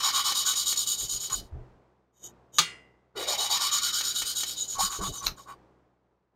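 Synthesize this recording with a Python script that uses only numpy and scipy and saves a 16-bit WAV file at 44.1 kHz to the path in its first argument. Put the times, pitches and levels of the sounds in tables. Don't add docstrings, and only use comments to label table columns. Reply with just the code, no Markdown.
import sys
import numpy as np
from scipy import signal
from scipy.fft import rfft, irfft, next_fast_len
from scipy.io import wavfile
from scipy.ndimage import uniform_filter1d

SR = 44100
rng = np.random.default_rng(int(sys.argv[2]) if len(sys.argv) > 2 else 0)


def to_wav(s):
    ch = np.atleast_2d(s).T
    pcm = np.round(np.clip(ch, -1, 1) * 32767)
    wavfile.write(sys.argv[1], SR, pcm.astype(np.int16))


N = 280167
TIME = np.arange(N) / SR


def from_db(db):
    return 10 ** (np.asarray(db) / 20)


def rms_one(x):
    return x / np.sqrt(np.mean(x ** 2) + 1e-20)


def unit_energy(x):
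    return x / np.sqrt(np.sum(x ** 2) + 1e-20)


def evened(x, size):
    return x / np.sqrt(np.abs(uniform_filter1d(x ** 2, size=size)) + 1e-12)


def drift(knots_per_s):
    knots = rng.standard_normal(4000)
    return rms_one(np.interp(TIME * knots_per_s, np.arange(4000), knots))


def colour(x, spectrum):
    size = next_fast_len(len(x) + 8192)
    hz, db = np.transpose(spectrum)
    grid_hz = np.maximum(np.fft.rfftfreq(size, 1 / SR), 1)
    outline_db = np.interp(np.log(grid_hz), np.log(hz), db)
    cepstrum = irfft(np.log(from_db(outline_db)), size)
    cepstrum[1:size // 2] *= 2
    cepstrum[size // 2 + 1:] = 0
    return irfft(rfft(x, size) * np.exp(rfft(cepstrum)), size)[:len(x)]


def band(x, edges_hz):
    return signal.sosfilt(signal.butter(5, edges_hz, "band", fs=SR, output="sos"), x)


def sound(force, response):
    return signal.fftconvolve(force, response)[:N]


def resonance(x, hz, width_hz):
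    out, state = np.zeros(N), np.zeros(2)
    r = np.exp(-np.pi * width_hz / SR)
    zeros = np.array([1, 0, -1]) * (1 - r * r) / 2
    for i in range(0, N, 256):
        poles = [1, -2 * r * np.cos(2 * np.pi * hz[i] / SR), r * r]
        out[i:i + 256], state = signal.lfilter(zeros, poles, x[i:i + 256], zi=state)
    return out


def ringing(modes):
    t = TIME[:SR // 3]
    out = np.zeros(len(t))
    for k, (hz, width_hz, db) in enumerate(modes):
        gain = (-1) ** k * from_db(db) * 2 * np.pi * width_hz / SR
        out += gain * np.exp(-np.pi * width_hz * t) * np.cos(2 * np.pi * hz * t)
    return out


def dying_noise(t60_s):
    t = TIME[:SR // 3]
    return unit_energy(rng.standard_normal(len(t)) * from_db(-60 * t / t60_s))


def blow(ring_db, ring_t60_s, room_db, room_t60_s):
    response = from_db(ring_db) * dying_noise(ring_t60_s) + from_db(room_db) * dying_noise(room_t60_s)
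    response[0] += 1
    return response


def clicks(rows):
    out = np.zeros(N)
    for s, db in rows:
        out[int(s * SR)] += from_db(db)
    return out


def grit(per_s, spread_db, clump_db, clumps_per_s):
    sizes = from_db(spread_db * np.minimum(rng.exponential(1, N), 5)) * rng.choice([-1, 1], N)
    breaks = rng.random(N) < per_s / SR
    return rms_one(sizes * breaks * from_db(clump_db * drift(clumps_per_s)))


def swells(rows, roundness):
    out = np.zeros(N)
    for s, length_s, db, *_ in rows:
        arch = np.sin(np.pi * np.clip((TIME - s) / length_s, 0, .9999)) ** roundness
        out += from_db(db) * arch * (TIME < s + length_s)
    return out


def glides(rows):
    pitch_hz = np.full(N, float(rows[0][3]))
    for s, length_s, _, first_hz, last_hz in rows:
        glide_hz = np.interp(TIME, [s, s + length_s], [first_hz, last_hz])
        pitch_hz = np.where(TIME >= s, glide_hz, pitch_hz)
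    return pitch_hz


# (start [s], strength [dB], valve ring above strength [dB])
STROKES = [(-0.08, -30, -2.5), (0.018, -31.5, -1.5), (0.123, -32.5, -0.5), (0.234, -31.5, -2),
           (0.336, -32, 0), (0.445, -30.5, 3), (0.545, -32, 0.5), (0.65, -30.5, 1), (0.752, -32, 0),
           (0.856, -32, 0.5), (0.966, -37, 3.5), (1.079, -36, 5), (1.19, -38.5, 2.5), (1.293, -39, -7),
           (1.408, -65, -4.5), (3.153, -33.5, -4.5), (3.263, -32.5, -1), (3.37, -35, -0.5),
           (3.489, -32.5, -1), (3.591, -33, -2.5), (3.707, -32, 2.5), (3.809, -33, -1), (3.919, -32.5, 1.5),
           (4.023, -34.5, -1), (4.136, -34.5, 0.5), (4.245, -34, -4), (4.345, -34, 1.5),
           (4.45, -37.5, -2.5), (4.557, -43, 6), (4.672, -43, 7.5), (4.78, -30.5, 0), (4.89, -43, 6),
           (5.006, -40.5, 3), (5.115, -46.5, 5.5), (5.22, -43, 1.5), (5.36, -57, 2), (5.463, -59, -2)]
PAUSE_S, LAST_TWIST_S = .13, 0.082


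def twists():
    start_s, strength_db, ring_db = np.transpose(STROKES)
    gap_s = np.diff(start_s, append=np.inf)
    length_s = np.where(gap_s < PAUSE_S, gap_s, LAST_TWIST_S)
    now = np.maximum(np.searchsorted(start_s, TIME) - 1, 0)
    since_s = TIME - start_s[now]
    return since_s, length_s[now] - since_s, strength_db[now], ring_db[now]


def twist_phase():
    since_s, left_s, *_ = twists()
    return np.clip(since_s / (since_s + left_s), 0, 1)


def twisting(attack_s, release_s, droop_db, rest):
    since_s, left_s, strength_db, _ = twists()
    speed = np.clip(since_s / attack_s, 0, 1) * np.clip(left_s / release_s, 0, 1)
    speed = speed * from_db(droop_db * (.5 - twist_phase()))
    creep = rest * np.exp(np.minimum(left_s, 0) / .012)
    return uniform_filter1d(from_db(strength_db) * (speed + creep), size=120)


# (time [s], groan pitch of the thin film [Hz])
SEATINGS = [(-.47, 1170), (3.148, 1437)]
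COARSE_S, WEAR_S = .5, 0.87


def paste():
    seated_s, thin_hz = np.transpose(SEATINGS)
    now = np.maximum(np.searchsorted(seated_s, TIME) - 1, 0)
    age_s = TIME - seated_s[now]
    return age_s, np.clip((age_s - COARSE_S) / WEAR_S, 0, 1), thin_hz[now]


# (frequency [Hz], level [dB])
RUSH_COLOUR = [(18, -31), (30, -13.5), (92, -9), (128, -6.5), (246, -5), (357, -0.5), (598, -6),
               (932, -7.5), (2860, -27.5), (6640, -37), (8000, -40.5), (10400, -49), (16000, -50)]
# (frequency [Hz], level [dB])
HUM = [(63, -65.5), (125, -66), (188, -69.5)]
RUSH_DB = -59.5


def workshop():
    rush = colour(rng.standard_normal(N), RUSH_COLOUR)
    rush *= from_db(RUSH_DB) / np.std(band(rush, (250, 700)))
    hum = np.zeros(N)
    for hz, db in HUM:
        gain = from_db(db + 0.73 * drift(7.4)) * np.sqrt(2)
        hum += gain * np.sin(2 * np.pi * hz * TIME + 0.6 * drift(12.0))
    return rush + hum


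# (start [s], length [s], level [dB])
ROCKING = [(1.01, 0.06, -40), (1.11, 0.088, -43), (1.29, .19, -40.5), (1.51, 0.13, -39.5), (1.6, 0.21, -53),
           (4.19, 0.062, -50), (4.74, 0.17, -44), (4.985, 0.063, -33), (5.05, 0.093, -36),
           (5.22, 0.13, -38.5), (5.49, 0.15, -67)]
# (frequency [Hz], level [dB])
ROCKING_COLOUR = [(13, -45.5), (22, 2), (70, -3), (151, -9.5), (190, -10), (243, -16), (387, -8.5),
                  (440, -8.5), (495, -20.5), (700, -12), (910, -44.5), (1540, -120)]
# (time [s], level [dB], frequency [Hz], t60 [s])
THUDS = [(1.52, -27.5, 72, 0.22), (1.534, -41, 124, 0.54), (2.589, -31, 163, 0.17),
         (4.989, -14.5, 407, 0.028), (4.83, -27.5, 184, 0.087), (5.014, -31, 192, 0.25),
         (5.082, -16.5, 136, 0.035)]
WOBBLE_DB = -33
RATTLE_HZ, RATTLE_FULL_DB = 240, -35


def bench():
    wobble = from_db(WOBBLE_DB) * twisting(attack_s=0.011, release_s=.02, droop_db=7.5, rest=0.28)
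    motion = swells(ROCKING, roundness=0.58) + wobble
    rumble = evened(colour(rng.standard_normal(N), ROCKING_COLOUR), size=3000)
    deep = signal.sosfilt(signal.butter(2, RATTLE_HZ, fs=SR, output="sos"), rumble)
    rattle = np.clip(motion / from_db(RATTLE_FULL_DB), 0, 1)
    out = from_db(-3.0) * motion * (rattle * rumble + (1 - rattle) * deep)
    for s, db, hz, t60_s in THUDS:
        t = np.maximum(TIME - s, 0)
        decay = from_db(db - np.minimum(60 * t / t60_s, 200))
        out += decay * (1 - np.exp(-t / 0.0096)) * np.sin(2 * np.pi * hz * t)
    return out


# (start [s], length [s], level [dB])
STEM_SLIDES = [(2.12, 0.19, -53), (2.195, 0.13, -54.5), (2.23, 0.053, -45.5), (2.52, 0.098, -42.5)]
# (frequency [Hz], width [Hz], level [dB])
STEM_MODES = [(3030, 44, -7), (3764, 42, -6.5), (5820, 140, -14.5), (6686, 230, 2.5), (6640, 90, -6),
              (8360, 150, -23.5), (9090, 200, -23), (11940, 290, -10.5)]


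def stem_slide():
    rub = grit(per_s=4500, spread_db=2.5, clump_db=-0.5, clumps_per_s=61)
    song = band(sound(rub, ringing(STEM_MODES)), (2600, 12000))
    return swells(STEM_SLIDES, roundness=1.2) * rms_one(song)


# (time [s], level [dB])
KNOCKS = [(5.2642, -13.5), (5.2678, -1.5), (5.2805, -14), (5.285, -21)]
# (frequency [Hz], level [dB])
KNOCK_COLOUR = [(180, -57), (300, -18), (634, -21), (1140, -2.5), (1810, -12.5), (2700, -9), (3190, -21),
                (4090, 2.5), (4590, -13), (6100, -6), (8360, -37), (14200, -14), (16000, -38)]


def knocks():
    rap = blow(ring_db=11.5, ring_t60_s=0.0073, room_db=7, room_t60_s=0.14)
    return from_db(6.0) * sound(clicks(KNOCKS), unit_energy(colour(rap, KNOCK_COLOUR)))


# (time [s], level [dB])
CLACKS = [(2.5848, 6), (2.5866, -0.5), (2.5882, 1), (2.5905, 2), (2.5965, -8.5)]
# (frequency [Hz], level [dB], t60 [s])
CLACK_MODES = [(1421, -10, .42), (1927, -14, .8), (1986, -10, .8), (2062, -11, .85), (2213, -6, .27),
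               (2288, -6, .42), (2385, -8, .36), (2471, -9, .33), (2794, -3, .52), (2945, -8, .42),
               (3262, 0, .3), (3601, -3, .26), (3651, 3, .2), (4188, -2, .28), (4377, 1, .25),
               (4963, -13, .48), (6686, 1, .2), (8899, -7, .24)]
# (frequency [Hz], level [dB])
CLACK_COLOUR = [(180, -61.5), (300, -18.5), (372, -13.5), (701, -18), (1210, -4), (2070, -19), (2440, -7.5),
                (2650, -13), (3520, -3), (4520, -2.5), (5250, -12), (6620, -2), (7570, -16.5), (14200, -26),
                (16000, -27)]


def clack():
    t = TIME[:SR]
    ring = np.zeros(SR)
    for hz, db, t60_s in CLACK_MODES:
        ring += from_db(db - 60 * t / t60_s) * np.sin(2 * np.pi * hz * t)
    burst = blow(ring_db=5.5, ring_t60_s=.07, room_db=6, room_t60_s=0.16)
    burst = unit_energy(colour(burst, CLACK_COLOUR))
    fins = unit_energy(band(rng.standard_normal(SR), (1100, 3100)) * from_db(-60 * t / .58))
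    casting = unit_energy(band(rng.standard_normal(SR), (2800, 9000)) * from_db(-60 * t / .36))
    tail = from_db(-30.5) * ring + from_db(-6.5) * fins + from_db(-4.5) * casting
    return from_db(4.5) * sound(clicks(CLACKS), burst) + sound(clicks(CLACKS[1:2]), tail)


# (frequency [Hz], width [Hz], level [dB])
SEAT_MODES = [(1830, 45, -11), (2212, 22, -5), (2290, 30, -12), (2385, 45, -12), (2780, 35, -9),
              (3005, 18, 0), (3049, 16, -4), (3340, 45, -9), (3652, 25, -7), (3790, 34, 4), (3960, 27, -2),
              (4148, 25, -6), (4219, 24, -2), (4382, 43, -2), (4690, 28, 0), (4740, 30, -5), (4797, 22, 2),
              (5018, 35, -4), (5430, 90, -10), (6000, 60, -11), (6570, 50, -4), (6691, 35, -6),
              (6842, 42, 5), (7020, 160, -7), (8230, 50, -9), (8680, 110, -8), (9250, 50, -11),
              (11800, 50, -15), (12330, 130, -18)]
# (frequency [Hz], level [dB])
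SEAT_HASH = [(1500, -15.5), (2700, -21.5), (3300, -10), (4700, -14), (5250, -11.5), (6400, -6),
             (7150, -15.5), (7750, -14), (8500, -21.5), (9300, -14.5), (9800, -21.5), (13000, -20.5),
             (14900, -20), (15900, -37)]


def seat_response(hash_db, scatter_db):
    modes = [(hz, width_hz, db + scatter_db * rng.standard_normal()) for hz, width_hz, db in SEAT_MODES]
    ring = ringing(modes)
    crowd = unit_energy(blow(ring_db=13.0, ring_t60_s=0.057, room_db=-10.5, room_t60_s=.24))
    return ring + from_db(hash_db) * colour(crowd, SEAT_HASH)


# (time [s], level [dB], valve ring above level [dB])
CRACKS = [(0.1066, -33, 1), (0.2798, -25, -6.5), (0.3212, -24.5, 9), (0.5354, -29, 7),
          (0.7263, -29.5, 11.5), (1.0102, -35, 2), (1.211, -43, -1), (1.2363, -33, -8), (1.2992, -33.5, 9),
          (3.572, -21.5, 2), (3.8686, -31, 1), (4.0093, -21.5, 3.5), (4.0806, -48, -5.5), (4.22, -21.5, 3),
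          (4.4034, -28, -14), (4.4338, -29.5, 14), (4.4952, -31, -13), (4.9243, -26.5, -13)]
TICKS_PER_S, TICK_DB, TICK_SPREAD_DB = 22, -5.5, 5


def cracks():
    s, db, ring_db = np.transpose(CRACKS)
    tick = blow(ring_db=-2.5, ring_t60_s=0.0033, room_db=4, room_t60_s=0.22)
    tick_colour = [(150, -11.5), (400, -9), (1400, -1), (4000, 5), (9000, -6), (16000, -18.0)]
    tick = unit_energy(colour(tick, tick_colour))
    valve = unit_energy(seat_response(hash_db=-1.0, scatter_db=4.5))
    _, left_s, strength_db, _ = twists()
    snaps = (rng.random(N) < TICKS_PER_S / SR) * (left_s > 0)
    small = snaps * from_db(strength_db + TICK_DB + TICK_SPREAD_DB * rng.standard_normal(N))
    ticks = from_db(15.5) * sound(clicks(zip(s, db)) + small, tick)
    return ticks + from_db(13.5) * sound(clicks(zip(s, db + ring_db)), valve)


# (start [s], length [s], level [dB], first pitch [Hz], last pitch [Hz])
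SQUEALS = [(.885, 0.076, -31, 6870, 6650), (1.317, 0.044, -26, 6850, 6880),
           (4.547, 0.12, -36.5, 3760, 3860), (4.581, 0.067, -30, 6860, 6880),
           (4.675, 0.032, -38, 7060, 6820), (5.026, 0.1, -41.5, 3360, 4010),
           (5.152, 0.078, -40.5, 6120, 6050)]
SQUEAL_WIDTH_HZ = 55


def squeals():
    rub = rng.standard_normal(N)
    out = np.zeros(N)
    for row in SQUEALS:
        pitch_hz = glides([row])
        tone = resonance(resonance(rub, pitch_hz, SQUEAL_WIDTH_HZ), pitch_hz, width_hz=900)
        out += evened(tone, size=700) * swells([row], roundness=1.3)
    return out


def stick_slip(hz, modes, waver):
    slips = grit(per_s=1500, spread_db=1.0, clump_db=1.0, clumps_per_s=98)
    pitch_hz = hz * (1 + waver * drift(45))
    film = resonance(resonance(slips, pitch_hz, width_hz=250), pitch_hz, width_hz=1200)
    film = band(film + .012 * slips, (290, 1800))
    return evened(film + sound(film, ringing(modes)), size=1000)


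# (start [s], length [s], level [dB], first pitch [Hz], last pitch [Hz])
SQUAWKS = [(.025, 0.091, -35.5, 900, 1050), (.124, 0.11, -32.5, 1100, 1100), (.24, 0.097, -35, 1100, 1000),
           (0.444, 0.089, -37, 1450, 1200), (1.299, 0.06, -37.5, 1300, 1150),
           (4.747, 0.04, -40, 1130, 1100), (4.774, 0.07, -28, 680, 1040), (4.815, 0.076, -36, 1150, 1530),
           (4.872, 0.12, -39.5, 1150, 1130), (4.987, 0.11, -34.5, 1000, 1200),
           (5.119, 0.081, -48, 1130, 1130), (5.205, .06, -39, 1100, 1130), (5.37, 0.055, -46.5, 1130, 1100),
           (5.453, 0.1, -42.5, 1130, 1020)]
# (frequency [Hz], width [Hz], level [dB])
SQUAWK_MODES = [(807, 60, 5), (1113, 29, 18), (1493, 6.7, 15)]


def squawks():
    return stick_slip(glides(SQUAWKS), SQUAWK_MODES, waver=0.028) * swells(SQUAWKS, roundness=0.91)


# (frequency [Hz], width [Hz], level [dB])
LOW_MODES = [(364, 90, 4), (820, 24, 11), (1144, 69, 8), (1275, 32, 7), (1424, 9.2, 14.5)]
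GROAN_DB, GROAN_WEAR_DB = -4, 20
THICK_FILM_HZ, FILM_RISE_HZ_PER_S = 418, 1305
TWIST_RISE_HZ, THICK_FILM_LOSS_DB = 60, 3


def film_groan():
    age_s, worn, thin_hz = paste()
    pitch_hz = np.minimum(THICK_FILM_HZ + FILM_RISE_HZ_PER_S * age_s, thin_hz)
    pitch_hz = pitch_hz + TWIST_RISE_HZ * (twist_phase() - .5)
    level_db = GROAN_DB - GROAN_WEAR_DB * worn - THICK_FILM_LOSS_DB * np.exp(-age_s / 0.47)
    groan = stick_slip(pitch_hz, LOW_MODES, waver=.04) * from_db(level_db)
    return groan * twisting(attack_s=0.022, release_s=0.033, droop_db=3, rest=0.39)


CONTACT_HZ, FIRM_DB, SAG_HZ_PER_DB = 6900, -31, 76.5


def contact_pitch():
    _, _, strength_db, _ = twists()
    lightness_db = np.clip(FIRM_DB - strength_db, 0, 13)
    return CONTACT_HZ - SAG_HZ_PER_DB * lightness_db * twist_phase() ** 2


# (low [Hz], high [Hz])
CRUNCH_BAND, HEAD_BAND, VALVE_BAND, FIZZ_BAND = (1650, 2900), (2950, 6200), (6200, 7600), (7600, 16000)
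HEAD_DB, HEAD_WEAR_DB = 3.5, 5.5
CRUNCH_DB, CRUNCH_WEAR_DB = -11, 22
VALVE_DB, FIZZ_DB = -1, -2
SQUAWK_CRUNCH_DB = -16.5
CUSHION_DB, CUSHION_S = 17, 0.088
SCRAPE_HZ, SCRAPE_WANDER, SCRAPE_WIDTH_HZ, SCRAPE_DB = 4085, .13, 82, -13.5


def grinding(spots=3):
    age_s, worn, _ = paste()
    *_, ring_db = twists()
    cushion = from_db(-CUSHION_DB * np.exp(-age_s / CUSHION_S))

    head_speed = twisting(attack_s=.02, release_s=0.03, droop_db=3.5, rest=0.19)
    head_speed = cushion * from_db(HEAD_DB - HEAD_WEAR_DB * worn) * head_speed
    crunch_speed = twisting(attack_s=.015, release_s=0.0056, droop_db=-5.0, rest=.12)
    crunch_speed = from_db(CRUNCH_DB - CRUNCH_WEAR_DB * worn) * crunch_speed
    crunch_speed += from_db(SQUAWK_CRUNCH_DB) * swells(SQUAWKS, roundness=2.2)
    valve_speed = twisting(attack_s=0.018, release_s=.038, droop_db=3.0, rest=0.034)
    valve_speed = cushion * from_db(VALVE_DB + ring_db) * valve_speed
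    fizz_speed = twisting(attack_s=.03, release_s=.04, droop_db=5.5, rest=0.12)
    fizz_speed = cushion * from_db(FIZZ_DB) * fizz_speed
    registers = [(HEAD_BAND, head_speed), (CRUNCH_BAND, crunch_speed),
                 (VALVE_BAND, valve_speed), (FIZZ_BAND, fizz_speed)]

    loads = np.array([from_db(7.3 * drift(14)) for _ in range(spots)])
    loads /= np.sqrt(np.sum(loads ** 2, axis=0))
    rasp = np.zeros((len(registers), N))
    for load in loads:
        grains = grit(per_s=2600, spread_db=3.5, clump_db=0.0, clumps_per_s=320)
        grains = load * evened(grains, size=800)
        seat = seat_response(hash_db=0.5, scatter_db=4.4)
        rasp += [sound(grains * speed, unit_energy(band(seat, edges_hz))) for edges_hz, speed in registers]
    head, crunch, valve, fizz = rasp

    contact = grit(per_s=7300, spread_db=0.5, clump_db=-1.5, clumps_per_s=160)
    contact = resonance(contact, contact_pitch(), width_hz=170)
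    contact = valve_speed * evened(band(contact, (5200, 8200)), size=900)
    looseness = np.interp(TIME, [4.4, 4.7], [.35, .75])

    scrape = grit(per_s=9100, spread_db=4.0, clump_db=-2.0, clumps_per_s=180)
    scrape_hz = SCRAPE_HZ * (1 + SCRAPE_WANDER * drift(11))
    scrape = band(resonance(scrape, scrape_hz, SCRAPE_WIDTH_HZ), HEAD_BAND)
    scrape = from_db(SCRAPE_DB) * head_speed * evened(scrape, size=900)
    return head + scrape + crunch + fizz + np.sqrt(1 - looseness ** 2) * valve + looseness * contact


def scene():
    background = workshop() + bench()
    handling = stem_slide() + knocks() + clack()
    lapping = cracks() + squeals() + squawks() + film_groan() + grinding()
    return (background + handling + lapping)[None]


OPEN_DB, EXPANSION, DEPTH_DB, SINK_DB_PER_S = -44, 1.5, 19.5, 33.5


def suppressor(x):
    level_db = 10 * np.log10(np.abs(uniform_filter1d(x ** 2, size=1300)) + 1e-12)
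    wanted_db = np.clip(EXPANSION * (level_db - OPEN_DB), -DEPTH_DB, 0)
    sink_db = SINK_DB_PER_S * TIME
    gain_db = np.maximum.accumulate(wanted_db + sink_db, axis=-1) - sink_db
    return x * from_db(uniform_filter1d(gain_db, size=900))


CUTOFF_HZ = 15850


def record(dry):
    lowpass = signal.ellip(12, .2, 80, CUTOFF_HZ, fs=SR, output="sos")
    return signal.sosfilt(lowpass, suppressor(dry))


dry = scene()
out = record(dry)
to_wav(out)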